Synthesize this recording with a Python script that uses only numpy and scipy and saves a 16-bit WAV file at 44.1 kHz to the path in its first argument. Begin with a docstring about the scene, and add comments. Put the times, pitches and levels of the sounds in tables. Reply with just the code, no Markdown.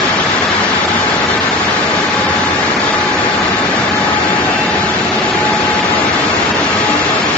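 """A brick workshop where a large laminating line runs while the listener walks slowly along it.
Blowers push air through ducts: noise layers make a broad rush over a low rumble, coloured by resonances.
Wavering sines add a blade tone with its overtones, a drive hum and a faint gear whine.
The tones swell and fade as the walk crosses the hall's standing waves."""
import sys
import numpy as np
from scipy import signal
from scipy.fft import rfft, irfft, next_fast_len
from scipy.io import wavfile
from scipy.ndimage import uniform_filter1d

SR = 44100
rng = np.random.default_rng(int(sys.argv[2]) if len(sys.argv) > 2 else 0)


def decibels_to_gain(level_db):
    """Convert a level in decibels to a linear amplitude gain (20 dB per decade)."""
    exponent = np.asarray(level_db, float) / 20
    return 10 ** exponent


def wav_out(sig):
    """Save sig, one row per channel (or a flat mono array), as 16-bit PCM at SR to the path in sys.argv[1]."""
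    wavfile.write(sys.argv[1], SR, np.round(np.clip(np.atleast_2d(sig).T, -1, 1) * 32767).astype(np.int16))


N = 325017   # length in samples

BLADE_HZ = 423.15   # lowest blade tone of the blower
# balance of the two microphone ports: f/Hz, left over right level/dB
PORT_BALANCE = [(450, -1), (800, 0.5), (1240, 2.5), (1900, 5), (2400, 6), (3300, 1.5), (3900, 5), (4300, 4),
                (5000, 3.5), (5700, 2.5), (7300, 0)]


def rms_one(x):
    """Scale to unit rms."""
    return x / np.sqrt(np.mean(x ** 2) + 1e-20)


def in_time(rows):
    """Columns of a curve over time, one value per sample."""
    s, *columns = np.transpose(rows)
    return [np.interp(np.arange(N) / SR, s, column) for column in columns]


def at_hz(points, hz):
    """Columns of a curve over frequency, read on a log axis."""
    table_hz, *columns = np.transpose(points)
    return [np.interp(np.log(hz), np.log(table_hz), column) for column in columns]


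def drift(rate_hz):
    """Slow random wander of rms 1: white noise through two equal low-pass poles at rate_hz."""
    step = 40   # samples between computed points
    pole = np.exp(-2 * np.pi * rate_hz * step / SR)
    settle = 4000   # points dropped while the filter settles
    noise = rng.standard_normal(N // step + settle + 2)
    slow = signal.lfilter([1], [1, -2 * pole, pole * pole], noise)[settle:]
    return np.interp(np.arange(N) / step, np.arange(len(slow)), rms_one(slow - slow.mean()))


def standing_wave_swell(spread_db=3):
    """Random swell in dB, as standing waves are crossed."""
    return spread_db * drift(1.9)


def blower_closer_m():
    """Metres by which the blower is nearer; the shorter sound path shifts the pitch a little."""
    # the walk's approach to the blower: t/s, distance closer/m
    approach = [(0, 0.0063), (4.6, 0.0035), (6.3, .33), (7.0, .65), (7.37, .65)]
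    return in_time(approach)[0]


def tone(hz, level_db, pan_db, lead, waver=0.58, closer_m=0):
    """A sine whose phase wanders by waver radians rms; the left port leads by lead radians."""
    sound_m_per_s = 343
    seconds = np.arange(N) / SR + closer_m / sound_m_per_s
    phase = 2 * np.pi * hz * seconds + waver * drift(2.7) + rng.uniform(0, 2 * np.pi)
    left = decibels_to_gain(level_db + pan_db / 2) * np.sin(phase + lead / 2)
    right = decibels_to_gain(level_db - pan_db / 2) * np.sin(phase - lead / 2)
    return np.sqrt(2) * np.array([left, right])   # levels are rms


def air_noise(spectrum, low_hz, high_hz, flutter_db):
    """Turbulent noise between two soft edges, through the duct resonances, as both ports hear it."""
    # housing and duct resonances, notches below zero:
    # f/Hz, width/Hz, then boost/dB at each of the four places
    ducts = [(88, 24, 3.5, 4.5, 4.5, 4.5), (111, 11, -3.5, -2.5, -1, -2.5), (191, 10, 0.5, 1.5, 3.5, -3),
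             (216.7, 8.8, 4.5, -1, 4.5, 2.5), (298, 22, 4.5, 4.5, 3.5, 6), (367, 5.6, -0.5, -0.5, -1.5, -4),
             (564, 81, 0.5, 2.5, -2.5, 0), (641, 24, 4.5, 4, 2, 4.5), (676, 44, -1.5, -3, 3, 0.5),
             (726, 25, 4, 2, 5, 4), (757, 14, 4, 4, 7.5, 2.5), (1050, 7.4, 3, 1.5, -2.5, 1.7),
             (1137, 66, 1.5, 3, -0.5, 1.5), (1350, 50, 0, -0.5, -1.5, -1.5), (1540, 27, 4, 3, 6.5, -1),
             (1645, 18, 4.5, 0.5, 1.5, 1.5), (1690, 90, -1.5, 1.5, -0.7, -0.8), (1780, 33, 3.5, 3.5, 1, 0),
             (2210, 150, 1, 1, 1, 2), (2500, 150, -2, -0.2, -0.5, -1), (2666, 250, 0.5, 0.8, 2.5, 2),
             (3044, 90, 3, 0.5, 2.5, 1.5), (3350, 110, 2, -0.5, -4.5, -1), (3310, 100, 1, -0.5, 4.5, 2.5),
             (3570, 220, 2, 3.5, 4, 2), (3910, 80, 1.5, -4, -0.8, 0), (3960, 140, 1.5, 2, 2.5, -1),
             (4480, 270, -1.3, 0, 1.2, -1), (4720, 150, -1, -0.3, 0.5, -2), (4900, 140, 0.5, 1, -1.7, -0.5),
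             (5750, 300, -1.6, -0.5, -1.5, -1.5), (6800, 300, -0.5, 1, 0, 1)]
    # when the walk passes the four places, each with its own duct strengths: t/s
    places_s = [.9, 2.7, 4.6, 6.4]
    # what the two ports share: f/Hz, diffuse share/dB, left lead/rad
    ports = [(60, -17, 0), (130, -20.5, 0.07), (190, -13.5, 0), (374, -7, .15), (480, -5.5, 0.38),
             (620, -3, 0.87), (870, -1.5, 0.88), (1080, -1.4, 1.5), (1410, 0.5, 1.6), (2300, 0, 1.5),
             (3620, -1, 2), (4200, -1.5, 1.7)]

    size = next_fast_len(N)
    hz = np.maximum(np.arange(size // 2 + 1) * SR / size, 1)
    # the outermost rows are not reached: the colour holds flat beyond the inner ones
    shape_db, = at_hz(spectrum, np.clip(hz, spectrum[1][0], spectrum[-2][0]))
    for centre_hz, width_hz, *boosts_db in ducts:
        resonance = 1 + (2 * (hz - centre_hz) / width_hz) ** 2
        shape_db = shape_db + np.array(boosts_db)[:, None] / resonance
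    edges = 1 / np.sqrt((1 + (low_hz / hz) ** 12) * (1 + (hz / high_hz) ** 12))

    diffuse_db, lead = at_hz(ports, hz)
    alike = np.sqrt(1 - decibels_to_gain(2 * np.minimum(diffuse_db, 0)))
    tilt = decibels_to_gain(at_hz(PORT_BALANCE, hz)[0] / 2)
    shared, diffuse = rfft(rng.standard_normal((2, size)))
    # the right port hears a late copy of the left plus diffuse sound of its own
    left = tilt * shared
    right = (alike * np.exp(-1j * lead) * shared + np.sqrt(1 - alike ** 2) * diffuse) / tilt
    # the colour holds for the sum of both ports
    sum_gain = np.sqrt(tilt ** 2 + tilt ** -2 + 2 * alike * np.cos(lead))
    pair = np.array([left, right]) * edges / sum_gain

    # the walk fades from the colour of one place to the next
    out = 0
    for place_db, here in zip(shape_db, np.eye(len(places_s))):
        fade = np.interp(np.arange(N) / SR, places_s, here)
        out = out + irfft(pair * decibels_to_gain(place_db), size)[:, :N] * fade
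    return out / np.std(out.mean(axis=0)) * decibels_to_gain(flutter_db * drift(7.1))


def gear_whine(level_db):
    """Faint high gear tone, a sine swelling in the standing waves while its lag wanders."""
    return tone(2705.0, level_db + standing_wave_swell(), 3.1, 0.74 + 1.5 * drift(0.41), waver=0.53)


def drive_hum(level_db):
    """Low tone of the drive, a sine that swells and fades slowly along the walk, with little waver."""
    return tone(371.4, level_db + standing_wave_swell(0.2), 0, 0.04, waver=0.16)


def low_rumble(level_db):
    """Low part of the blowers' turbulence, noise weighted towards the bass and low mids."""
    # rumble colour: f/Hz, relative level per Hz/dB
    rumble_colour = [(15, -57), (25, -26), (52, -18.5), (63, -17.5), (87, -5), (123, -6.5), (199, -1),
                     (299, -3.5), (341, -3.5), (373, -2.5), (586, -6.5), (698, -6), (785, -8.5),
                     (820, -2.5), (1070, -32.5), (1800, -120)]
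    return decibels_to_gain(level_db) * air_noise(rumble_colour, low_hz=12, high_hz=833, flutter_db=-0.03)


def duct_roar(level_db):
    """Middle part of the air rush in the ducts, noise with a light flutter."""
    # roar colour: f/Hz, relative level per Hz/dB
    roar_colour = [(510, -31), (870, -4), (905, -4), (1020, -6.5), (1230, -5.5), (1370, -7.5), (1740, -7.5),
                   (2500, -10.5), (3250, -43), (5500, -120)]
    return decibels_to_gain(level_db) * air_noise(roar_colour, low_hz=887, high_hz=2550, flutter_db=0.22)


def air_hiss(level_db):
    """Upper part of the air rush, noise thinning out towards the treble."""
    # hiss colour: f/Hz, relative level per Hz/dB
    hiss_colour = [(1470, -30), (2500, -2.5), (4510, -8), (7180, -16), (7450, -12), (9680, -49),
                   (16400, -120)]
    return decibels_to_gain(level_db) * air_noise(hiss_colour, low_hz=2557, high_hz=9100, flutter_db=0.23)


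def upper_blade_overtones(third_db, fourth_db):
    """Three and four times the blade tone; standing waves make level, side and lag wander."""
    out = 0
    for multiple, level_db in ((3, third_db), (4, fourth_db)):
        hz = multiple * BLADE_HZ
        swelling_db = level_db + standing_wave_swell()
        pan_db = at_hz(PORT_BALANCE, hz)[0] + 3.0 * drift(0.8)
        lead = 1.2 + 0.76 * drift(0.51)
        out = out + tone(hz, swelling_db, pan_db, lead, waver=0.65, closer_m=blower_closer_m())
    return out


def blade_tone(level_db):
    """Lowest tone of the blower blades, a sine swelling in the standing waves."""
    return tone(BLADE_HZ, level_db + standing_wave_swell(), 0, 0.05, closer_m=blower_closer_m())


def blade_whine():
    """Loud overtone at twice the blade tone; standing waves swell it differently at each port."""
    # swells along the walk: t/s, left level/dB, right level/dB
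    whine_levels = [(0.0, -26, -22), (.15, -28, -24.5), (.32, -31, -27), (.55, -35, -36), (.85, -21, -30),
                    (1.05, -24, -25), (1.25, -27, -21.5), (1.55, -33, -35), (1.7, -29, -26),
                    (1.9, -25, -29), (2.15, -21.5, -26), (2.5, -30.5, -22), (2.8, -29, -24.5),
                    (3.3, -20.5, -27), (3.6, -27.5, -24), (3.8, -32, -30), (3.97, -20, -24),
                    (4.2, -18.5, -30), (4.5, -23, -25.5), (4.7, -22, -21), (5.0, -24, -32), (5.2, -29, -27),
                    (5.32, -24, -24), (5.45, -22, -17.5), (5.7, -20, -24), (5.95, -17.5, -34),
                    (6.2, -23.5, -42), (6.4, -24, -26), (6.65, -37, -27), (6.9, -18, -35), (7.05, -22, -33),
                    (7.2, -27.5, -28), (7.37, -29.5, -22)]
    # phase of left ahead of right along the walk: t/s, lead/rad
    whine_lead = [(0, 2), (.45, -1), (.7, 1.7), (1.5, 1), (2.0, 0), (3.0, 0.4), (3.5, 1.5), (3.9, 0.5),
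                  (4.3, 1), (5.6, 0.24), (6.1, 1.5), (6.35, -3.5), (6.6, -1.5), (6.8, 1.3), (7.1, -2.5),
                  (7.37, -2)]
    left_db, right_db = in_time(whine_levels)
    level_db = (left_db + right_db) / 2 + 0.7 * drift(9.0)   # a quick light flutter
    lead = in_time(whine_lead)[0] + 0.12 * drift(1.9)
    return tone(2 * BLADE_HZ, level_db, left_db - right_db, lead, waver=0.2, closer_m=blower_closer_m())


def scene():
    """Gear and drive, the three air layers, then the blade tones."""
    # air along the walk: t/s, rumble level/dB, duct roar level/dB, air hiss level/dB
    air_levels = [(0.0, -20, -18, -21.5), (.8, -20, -18.5, -22.5), (1.9, -19.5, -19.5, -23.5),
                  (3.0, -19.5, -19, -24), (4.3, -18.5, -20, -25), (5.3, -19, -20, -24),
                  (6.1, -18.5, -19, -23.5), (7.37, -19.5, -19.5, -22)]
    # fainter tones along the walk: t/s, lowest blade tone level/dB, hum level/dB, gear level/dB,
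    # three times blade tone level/dB, four times blade tone level/dB
    faint_levels = [(0.0, -38, -28, -43, -31, -31), (.5, -35, -35, -47, -38, -31.5),
                    (1.1, -33.5, -39, -43.5, -38, -38), (1.9, -32.5, -42, -52.5, -47, -41),
                    (2.4, -44.5, -41, -52, -45, -34), (2.9, -46, -33, -47, -44.5, -38),
                    (3.6, -44, -31.5, -54, -35, -40), (4.1, -45, -32, -40, -32.5, -32.5),
                    (4.6, -49, -32.5, -33, -43, -44), (5.0, -33, -28, -52, -45, -48.5),
                    (5.7, -42, -31.5, -36, -41, -51), (6.4, -32, -37, -39, -32.5, -47),
                    (7.0, -33, -47, -32.5, -34, -44), (7.37, -33, -41.5, -41, -42, -47)]
    rumble_db, roar_db, hiss_db = in_time(air_levels)
    blade_db, hum_db, gear_db, third_db, fourth_db = in_time(faint_levels)
    machine = gear_whine(gear_db) + drive_hum(hum_db)
    air = low_rumble(rumble_db) + duct_roar(roar_db) + air_hiss(hiss_db)
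    blades = upper_blade_overtones(third_db, fourth_db) + blade_tone(blade_db) + blade_whine()
    return machine + air + blades


def thinned(pair, side_drop_db, side_spread_db, mid_drop_db, drop_spread_db):
    """Faint spots of the spectrum drop out: the bass turns mono in fits, the treble flickers."""
    # how readily faint cells drop out: f/Hz, rise of the drop threshold/dB
    dropout = [(100, -13), (2700, -1.5), (3100, 4), (4050, 5), (4250, -4), (5000, -2), (5600, 2.5),
               (7000, 3.5), (7500, 7)]
    size = 1536   # samples per frame
    window = np.sin(np.pi * (np.arange(size) + 0.5) / size)
    mid_side = np.array([pair[0] + pair[1], pair[0] - pair[1]]) / 2
    hz, _, cells = signal.stft(mid_side, SR, window=window, nperseg=size)
    frames = cells.shape[2]
    power = np.abs(cells) ** 2
    around = uniform_filter1d(uniform_filter1d(power[0], size=15, axis=0), size=3, axis=1)

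    # the side is compared with the middle; the threshold jumps from frame to frame
    jumps_db = side_spread_db * rng.standard_normal(frames)
    side_power = uniform_filter1d(power[1], size=5, axis=0)
    cells[1] *= side_power > around * decibels_to_gain(2 * (side_drop_db + jumps_db))

    # each band has a restless threshold of its own
    band = (22 * np.log1p(hz / 1500)).astype(int)
    band_noise = rng.standard_normal((2, band[-1] + 1, frames))
    restless = uniform_filter1d(band_noise, size=2, axis=2)[:, band]
    rise_db = at_hz(dropout, np.maximum(hz, 1))[0][:, None]
    threshold = around * decibels_to_gain(2 * (mid_drop_db + rise_db + drop_spread_db * restless))
    left_right = np.array([cells[0] + cells[1], cells[0] - cells[1]])
    left_right *= np.abs(left_right) ** 2 > 2 * threshold
    as_ports = np.array([left_right[0] + left_right[1], left_right[0] - left_right[1]]) / 2

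    # above 1 kHz some frames lose cells port by port, all else as middle and side
    by_port = (rng.random(frames) < 0.45) & (hz > 1000)[:, None]
    cells = np.where(by_port, as_ports, cells * (power > threshold))
    mid, side = signal.istft(cells, SR, window=window, nperseg=size)[1][:, :N]
    return np.array([mid + side, mid - side])


def top_cut(x):
    """Nothing passes above the cut-off."""
    return signal.sosfilt(signal.butter(12, 8790, fs=SR, output="sos"), x)


def record(dry):
    """Faint cells drop out, the top is cut steeply and peaks beyond full scale clip."""
    thin = thinned(dry, side_drop_db=-7.5, side_spread_db=5.0, mid_drop_db=-6.0, drop_spread_db=9.0)
    steep_cut = signal.ellip(14, 0.3, 90, 7464, fs=SR, output="sos")   # low-pass at 7464 Hz
    mix = np.clip(signal.sosfilt(steep_cut, thin), -1, 1)
    return top_cut(mix)


dry = scene()
out = record(dry)
wav_out(out)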